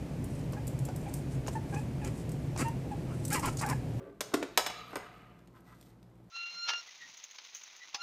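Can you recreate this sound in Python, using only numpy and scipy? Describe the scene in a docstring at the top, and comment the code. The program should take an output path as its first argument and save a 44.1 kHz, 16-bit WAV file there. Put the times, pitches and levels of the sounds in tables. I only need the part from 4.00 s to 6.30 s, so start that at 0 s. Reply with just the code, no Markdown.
"""A soft plastic scrape, then sharp clacks: the steel legs of a folding frame are swung shut by hand on a
carpet, knocking against each other and the plastic housing. A hinge sticks and slips into a groan, a long
tube sings as it slides, then fingers rub, squeak and tick on the parts.
The room is quiet, with a short ring; mains hum and ventilation lie underneath."""
import sys
import numpy as np
from scipy import signal
from scipy.fft import rfft, irfft, next_fast_len
from scipy.io import wavfile

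SR = 44100
rng = np.random.default_rng(int(sys.argv[2]) if len(sys.argv) > 2 else 0)


def digitize_waveform(pressure):
    """Quantize a signal to 16-bit integers and store it at the path in sys.argv[1].

    Rows of a 2-D input are taken as channels; values are limited to [-1, 1].
    """
    field = np.atleast_2d(pressure).T
    bounded = np.clip(field, -1, 1)
    quanta = np.round(bounded * 32767).astype(np.int16)
    wavfile.write(sys.argv[1], SR, quanta)


N = 101429
T = np.arange(N) / SR


def from_db(db):
    """Decibels to gain."""
    return 10 ** (np.asarray(db) / 20)


def rms_one(x):
    """Scale to unit rms."""
    return x / np.sqrt(np.mean(x ** 2) + 1e-20)


def at_hz(points, hz):
    """Read a table on a log-frequency axis."""
    frequencies, values = np.transpose(points)
    return np.interp(np.log(hz + 1e-9), np.log(frequencies), values)


def envelope(s, db):
    """Gain over time, silent outside the points."""
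    return from_db(np.interp(T, s, db, left=-150, right=-150))


def coloured(x, colour, tilt_db=0):
    """Give a steady signal a spectrum and a tilt per octave above 400 Hz; rms 1."""
    hz = np.maximum(np.fft.rfftfreq(len(x), 1 / SR), 10)
    octaves = np.log2(np.maximum(hz, 400))
    return rms_one(irfft(rfft(x) * from_db(at_hz(colour, hz) + tilt_db * octaves), len(x)))


def noise(colour, tilt_db=0, size=N):
    """Coloured noise of rms 1."""
    return coloured(rng.standard_normal(next_fast_len(size)), colour, tilt_db)[:size]


def drift(per_s):
    """Glide between random values of spread 1."""
    return np.interp(T * per_s, np.arange(N // 20), rng.standard_normal(N // 20))


def add(out, s, x):
    """Mix a sound in at a time in seconds."""
    start = int(max(s, 0) * SR)
    out[start:start + len(x)] += x[:max(N - start, 0)]


def high_pass(x, hz):
    """Thin out the lows: small parts radiate little bass."""
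    return signal.sosfilt(signal.butter(2, hz, "high", fs=SR, output="sos"), x)


def clacks_and_ticks():
    """Each knock cracks and rings the housing, legs and brackets; finger ticks only crack."""
    # Parts knocking together. Each row: start in seconds, levels of housing, legs, brackets and crack
    # in dB, crack tilt in dB per octave, crack t60 in seconds, rise in seconds.
    knocks = [(0.2071, -52, -51.5, -53.5, -25, 2.1, 0.033, 0.000045),
              (.2098, -47, -50, -57, -27.5, -3.7, 0.014, 0.00012),
              (0.2149, -47, -47.5, -60, -36, 1, .02, 0.00022),
              (.318, -53.5, -46.5, -77.5, -59.5, -8, 0.036, 0.001),
              (0.3362, -23, -49, -54, -37, -2, 0.014, 0.00079),
              (.3395, -15, -41.5, -50, -24, 0, 0.042, 0.00051),
              (.3445, -34, -39, -48.5, -27, -3, 0.019, 0.00028),
              (0.4268, -38, -39, -60, -28, -3.5, .04, 0.00037),
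              (.5749, -41.5, -20.5, -32, -13, 1.5, 0.026, 0.000078),
              (.5792, -46, -25.5, -41, -23.5, -1, 0.037, .0003),
              (.594, -55.5, -35, -46, -28.5, -1.5, 0.051, 0.0007),
              (0.6626, -48, -35, -36, -26, -0.95, .05, 0.00056),
              (.699, -63, -49, -66, -37, -2.5, 0.058, 0.00088),
              (0.9306, -36.5, -43.5, -65.5, -49, -4, 0.12, 0.00023),
              (0.9563, -32, -36, -55, -30.5, -0.6, 0.019, 0.000081),
              (0.9597, -44, -37, -72, -29.5, -6, .04, .0003),
              (0.9683, -34.5, -43.5, -67, -42, 10, 0.016, 0.00027)]
    # Ticks under the fingers. Each row: start in seconds, level in dB, tilt in dB per octave.
    ticks = [(0.16, -64, -6), (1.391, -63.5, 1.5), (1.474, -58.5, 1.5), (1.482, -62, -5.5), (1.606, -61, 9),
             (1.8119, -51.5, 5.5), (1.827, -58, 2), (1.864, -66, 2), (1.892, -65.5, 6), (2.0285, -60, 0.5),
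             (2.155, -71, 6), (2.201, -54.5, -9.5)]
    # Modes of the plastic housing, the steel legs and the small steel brackets.
    # Each row: frequency in Hz, level in dB, t60 in seconds.
    housing_modes = [(190, -16, 0.076), (274, -6, 0.045), (340, -1, .025), (434, -7.5, 0.086),
                     (515, -13, 0.057), (686, -10.5, 0.052), (1116, -13, 0.043), (1398, -12, 0.042)]
    leg_modes = [(514, -8, 0.023), (550, -11.5, .09), (613, -7.5, 0.079), (750, -11.5, 0.11),
                 (797, -8, 0.072), (946, -1, 0.042), (1076, -9, .08), (1301, -7.5, 0.087), (1530, -6, .09),
                 (2009, -10.5, .07), (2300, -14.5, 0.1)]
    bracket_modes = [(2940, -10.5, 0.38), (3280, -12, 0.19), (3420, -7.5, 0.24), (4060, -8.5, .06),
                     (4700, -17, .2), (4845, -20, .15), (5260, 1.5, .06), (5320, -5, 0.095),
                     (6460, -13, 0.29), (6864, -17, 0.093), (7020, -15.5, 0.081), (8506, -14.5, .12),
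                     (9300, -16.5, 0.059), (13000, -6.5, .05)]
    plastic, steel = np.zeros((2, N))
    for s, housing_db, legs_db, brackets_db, crack_db, tilt_db, t60, rise_s in knocks:
        add(plastic, s, from_db(housing_db) * ringing(housing_modes, rise_s))
        add(steel, s, from_db(legs_db) * ringing(leg_modes, rise_s))
        add(steel, s, from_db(brackets_db) * ringing(bracket_modes, rise_s))
        add(steel, s, from_db(crack_db) * crack(tilt_db, t60, rise_s))
    for s, db, tilt_db in ticks:
        add(steel, s, from_db(db) * crack(tilt_db, t60=0.02, rise_s=0.0001))
    return high_pass(plastic, hz=119) + high_pass(steel, hz=340)


def ringing(modes, rise_s, scatter_db=0.5):
    """Decaying modes of a struck body, excited a little differently by every blow."""
    t = T[:8192]
    hz, db, t60 = np.transpose(modes)[:, :, None]
    polarity = (-1) ** np.arange(len(hz))[:, None]
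    gain = from_db(db - scatter_db * rng.standard_normal(hz.shape))
    phase = 2 * np.pi * hz * t + rng.uniform(0, np.pi / 2, hz.shape)
    partials = polarity * gain * from_db(-60 * t / t60) * np.sin(phase)
    return partials.sum(axis=0) * (1 - np.exp(-t / rise_s))


def crack(tilt_db, t60, rise_s):
    """A hard contact excites a crowd of short-lived modes, heard as a snap of noise."""
    # Colour of the contact. Each row: frequency in Hz, spectral density in dB.
    contact_colour = [(100, -15.5), (300, 1), (550, 6), (1400, 3.5), (2600, 1.5), (4000, 1), (5700, -2.5),
                      (9000, -3), (10300, -15), (11700, -7), (12200, -14), (13100, -4.5), (14200, -13.5)]
    burst = noise(contact_colour, tilt_db, size=4096)
    t = T[:len(burst)]
    return burst * from_db(-60 * t / t60) * (1 - np.exp(-t / rise_s))


def hinge_groan(pitch_jitter=0.13, flutter_db=2, overtone_db=-13.5):
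    """Stick and slip in a joint makes a low, unsteady groan."""
    # Contour of the groan. Each row: time in seconds, pitch in Hz, level in dB.
    groan = [(.355, 265, -44.5), (.378, 277, -39), (.393, 335, -45.5), (.407, 360, -36.5), (.43, 320, -43),
             (.455, 255, -51), (.48, 220, -67.5)]
    s, hz, db = np.transpose(groan)
    pitch = np.interp(T, s, hz) * (1 + pitch_jitter * drift(per_s=250))
    phase = 2 * np.pi * np.cumsum(pitch) / SR
    tone = rms_one(np.sin(phase) + from_db(overtone_db) * np.sin(2 * phase))
    return envelope(s, db) * from_db(flutter_db * drift(per_s=120)) * tone


def friction_grains(per_s=2500, spread_db=2):
    """Friction as dense, tiny slips of uneven size."""
    size = next_fast_len(N)
    slips = (rng.random(size) < per_s / SR) * rng.standard_normal(size)
    return slips * from_db(spread_db * np.minimum(rng.exponential(1, size), 4))


def sliding(resonances, levels):
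    """Sliding friction keeps the resonances of a part singing."""
    slips, song = friction_grains()[:N], 0
    for hz, width_hz, db in resonances:
        peak = signal.iirpeak(hz, hz / width_hz, fs=SR)
        ring = signal.lfilter(*peak, signal.lfilter(*peak, slips))
        song += from_db(db) * rms_one(ring)
    return envelope(*np.transpose(levels)) * rms_one(song)


def housing_scrape():
    """The housing gives a hollow scrape as the legs swing."""
    # Resonances of the scraped housing. Each row: frequency in Hz, width in Hz, level in dB.
    resonances = [(290, 22, -5), (397, 110, 0.5), (534, 63, -3), (650, 28, -6), (1170, 98, -13.5),
                  (1540, 53, -17.5)]
    # Envelope of the scrape. Each row: time in seconds, level in dB.
    levels = [(0, -45.5), (.035, -52.5), (.085, -49), (.12, -58), (.17, -72), (.26, -54), (.3, -59),
              (.38, -54), (.47, -59), (.55, -63.5)]
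    return sliding(resonances, levels)


def tube_slide():
    """A long tube sings under friction as it slides, and fades away."""
    # Resonances of the tube. Each row: frequency in Hz, width in Hz, level in dB.
    resonances = [(454, 69, -10), (714, 66, -5.5), (1236, 120, 1), (1573, 180, -23), (2200, 290, -7),
                  (2363, 160, -10.5), (2690, 73, -10.5), (2930, 140, -9)]
    # Envelope of the slide. Each row: time in seconds, level in dB.
    levels = [(.7, -48.5), (.77, -50.5), (.82, -51), (.845, -55), (.93, -54), (1.019, -60), (1.16, -61),
              (1.33, -67.5), (1.45, -76)]
    return sliding(resonances, levels)


def finger_squeaks():
    """Fingers slip on the plastic in short, faint squeaks."""
    # Resonances of the squeak. Each row: frequency in Hz, width in Hz, level in dB.
    resonances = [(1013, 99, -1), (1302, 110, 0.5), (1586, 90, -2.5), (1952, 65, -2.5)]
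    # Envelope of the squeaks. Each row: time in seconds, level in dB.
    levels = [(1.53, -78), (1.55, -62), (1.568, -63), (1.591, -81), (1.66, -79), (1.68, -65.5),
              (1.705, -71), (1.732, -56), (1.756, -78.5)]
    return sliding(resonances, levels)


def rubbing():
    """Hands and parts rub with a dull body and a fine hiss."""
    # Envelopes of the rub. Each row: time in seconds, body level in dB, hiss level in dB.
    levels = [(0, -65, -79), (.1, -69, -80), (.19, -79, -87), (.26, -66, -69), (0.498, -80, -72),
              (0.829, -61, -75), (0.909, -58.5, -65), (1.04, -51.5, -71), (1.12, -62, -73),
              (1.3, -66.5, -79.5), (1.52, -79, -84.5), (1.565, -65.5, -70), (1.63, -80, -83),
              (1.68, -64.5, -70), (1.73, -64, -72), (1.76, -73, -71.5), (1.88, -72.5, -70),
              (1.96, -76.5, -86), (2.3, -77, -81.5)]
    # Colours of the body and the hiss. 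Each row: frequency in Hz, spectral density in dB.
    body_colour = [(150, -18), (450, -4.5), (700, -1.5), (830, -2), (1000, -3.5), (1300, -1), (1450, -3.5),
                   (1600, -1), (1750, -6.5), (1960, -4), (2400, -9.5), (3500, -17.5), (8000, -40)]
    hiss_colour = [(500, -25), (2000, -3.5), (4000, 2), (6500, -3), (8800, -1), (10500, -10), (12300, 0),
                   (14000, -1.5)]
    s, body_db, hiss_db = np.transpose(levels)
    body = from_db(np.interp(T, s, body_db)) * coloured(friction_grains(), body_colour)[:N]
    hiss = from_db(np.interp(T, s, hiss_db)) * coloured(friction_grains(), hiss_colour)[:N]
    return body + hiss


def room(x, early_db=-11, early_t60_s=0.18, predelay_s=0.005):
    """The room returns a quick cluster of early echoes and a tail that dies band by band."""
    # Decay of the tail. Each row: frequency in Hz, t60 in seconds.
    tail_t60 = [(150, 1), (500, 0.35), (1500, 0.72), (4000, 0.95), (8000, 0.3), (13000, 1)]
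    # Colour of the tail. Each row: frequency in Hz, level in dB.
    tail_db = [(150, -14), (500, -8.5), (1500, -9.5), (4000, -9.5), (8000, -9), (13000, -23.5)]
    t, hz = T[:SR], np.fft.rfftfreq(SR, 1 / SR)
    white, edges_hz = rfft(rng.standard_normal(SR)), np.geomspace(60, 16000, 15)

    def decay(t60):
        """Exponential fade of unit energy."""
        return from_db(-60 * t / t60) * np.sqrt(2 * np.log(1000) / (t60 * SR))

    echoes = from_db(early_db) * rng.standard_normal(SR) * decay(early_t60_s)
    for low, high in zip(edges_hz, edges_hz[1:]):
        centre = np.sqrt(low * high)
        band = irfft(white * (hz >= low) * (hz < high), SR)
        echoes += from_db(at_hz(tail_db, centre)) * band * decay(at_hz(tail_t60, centre))
    reverb = np.zeros(N)
    add(reverb, predelay_s, signal.fftconvolve(x, echoes))
    return reverb


def mains_hum(waver_db=1.5):
    """Low mains hum, each partial wavering slightly in level."""
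    # Partials of the hum. Each row: frequency in Hz, rms level in dB.
    partials = [(59.6, -71.5), (119.6, -65), (177.6, -67), (334, -72.5)]
    hum = np.zeros(N)
    for hz, db in partials:
        gain = np.sqrt(2) * from_db(db + waver_db * drift(per_s=2.7))
        hum += gain * np.sin(2 * np.pi * (hz * T + rng.random()))
    return hum


def ventilation(level_db=-60):
    """Moving air lays down a steady, dark bed of noise."""
    # Colour of the air. Each row: frequency in Hz, spectral density in dB.
    air_colour = [(15, -53), (25, -22), (54, -2), (87, -16), (113, -1.5), (147, -7), (177, -3), (301, -8.5),
                  (485, -15), (1050, -22.5), (1870, -38.5), (14000, -48.5)]
    return from_db(level_db) * noise(air_colour)


def scene():
    """The folding frame in its room, over hum and ventilation; mono."""
    friction = hinge_groan() + housing_scrape() + tube_slide() + finger_squeaks() + rubbing()
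    frame = clacks_and_ticks() + friction
    return (frame + room(frame) + mains_hum() + ventilation())[None]


def record(dry):
    """Soft clipping rounds the highest peaks, then a steep low-pass cuts the top treble."""
    ceiling, cutoff_hz = 0.81, 14000
    rounded = ceiling * np.tanh(dry / ceiling)
    return signal.sosfilt(signal.ellip(10, 0.3, 70, cutoff_hz, fs=SR, output="sos"), rounded)


dry = scene()
out = record(dry)
digitize_waveform(out)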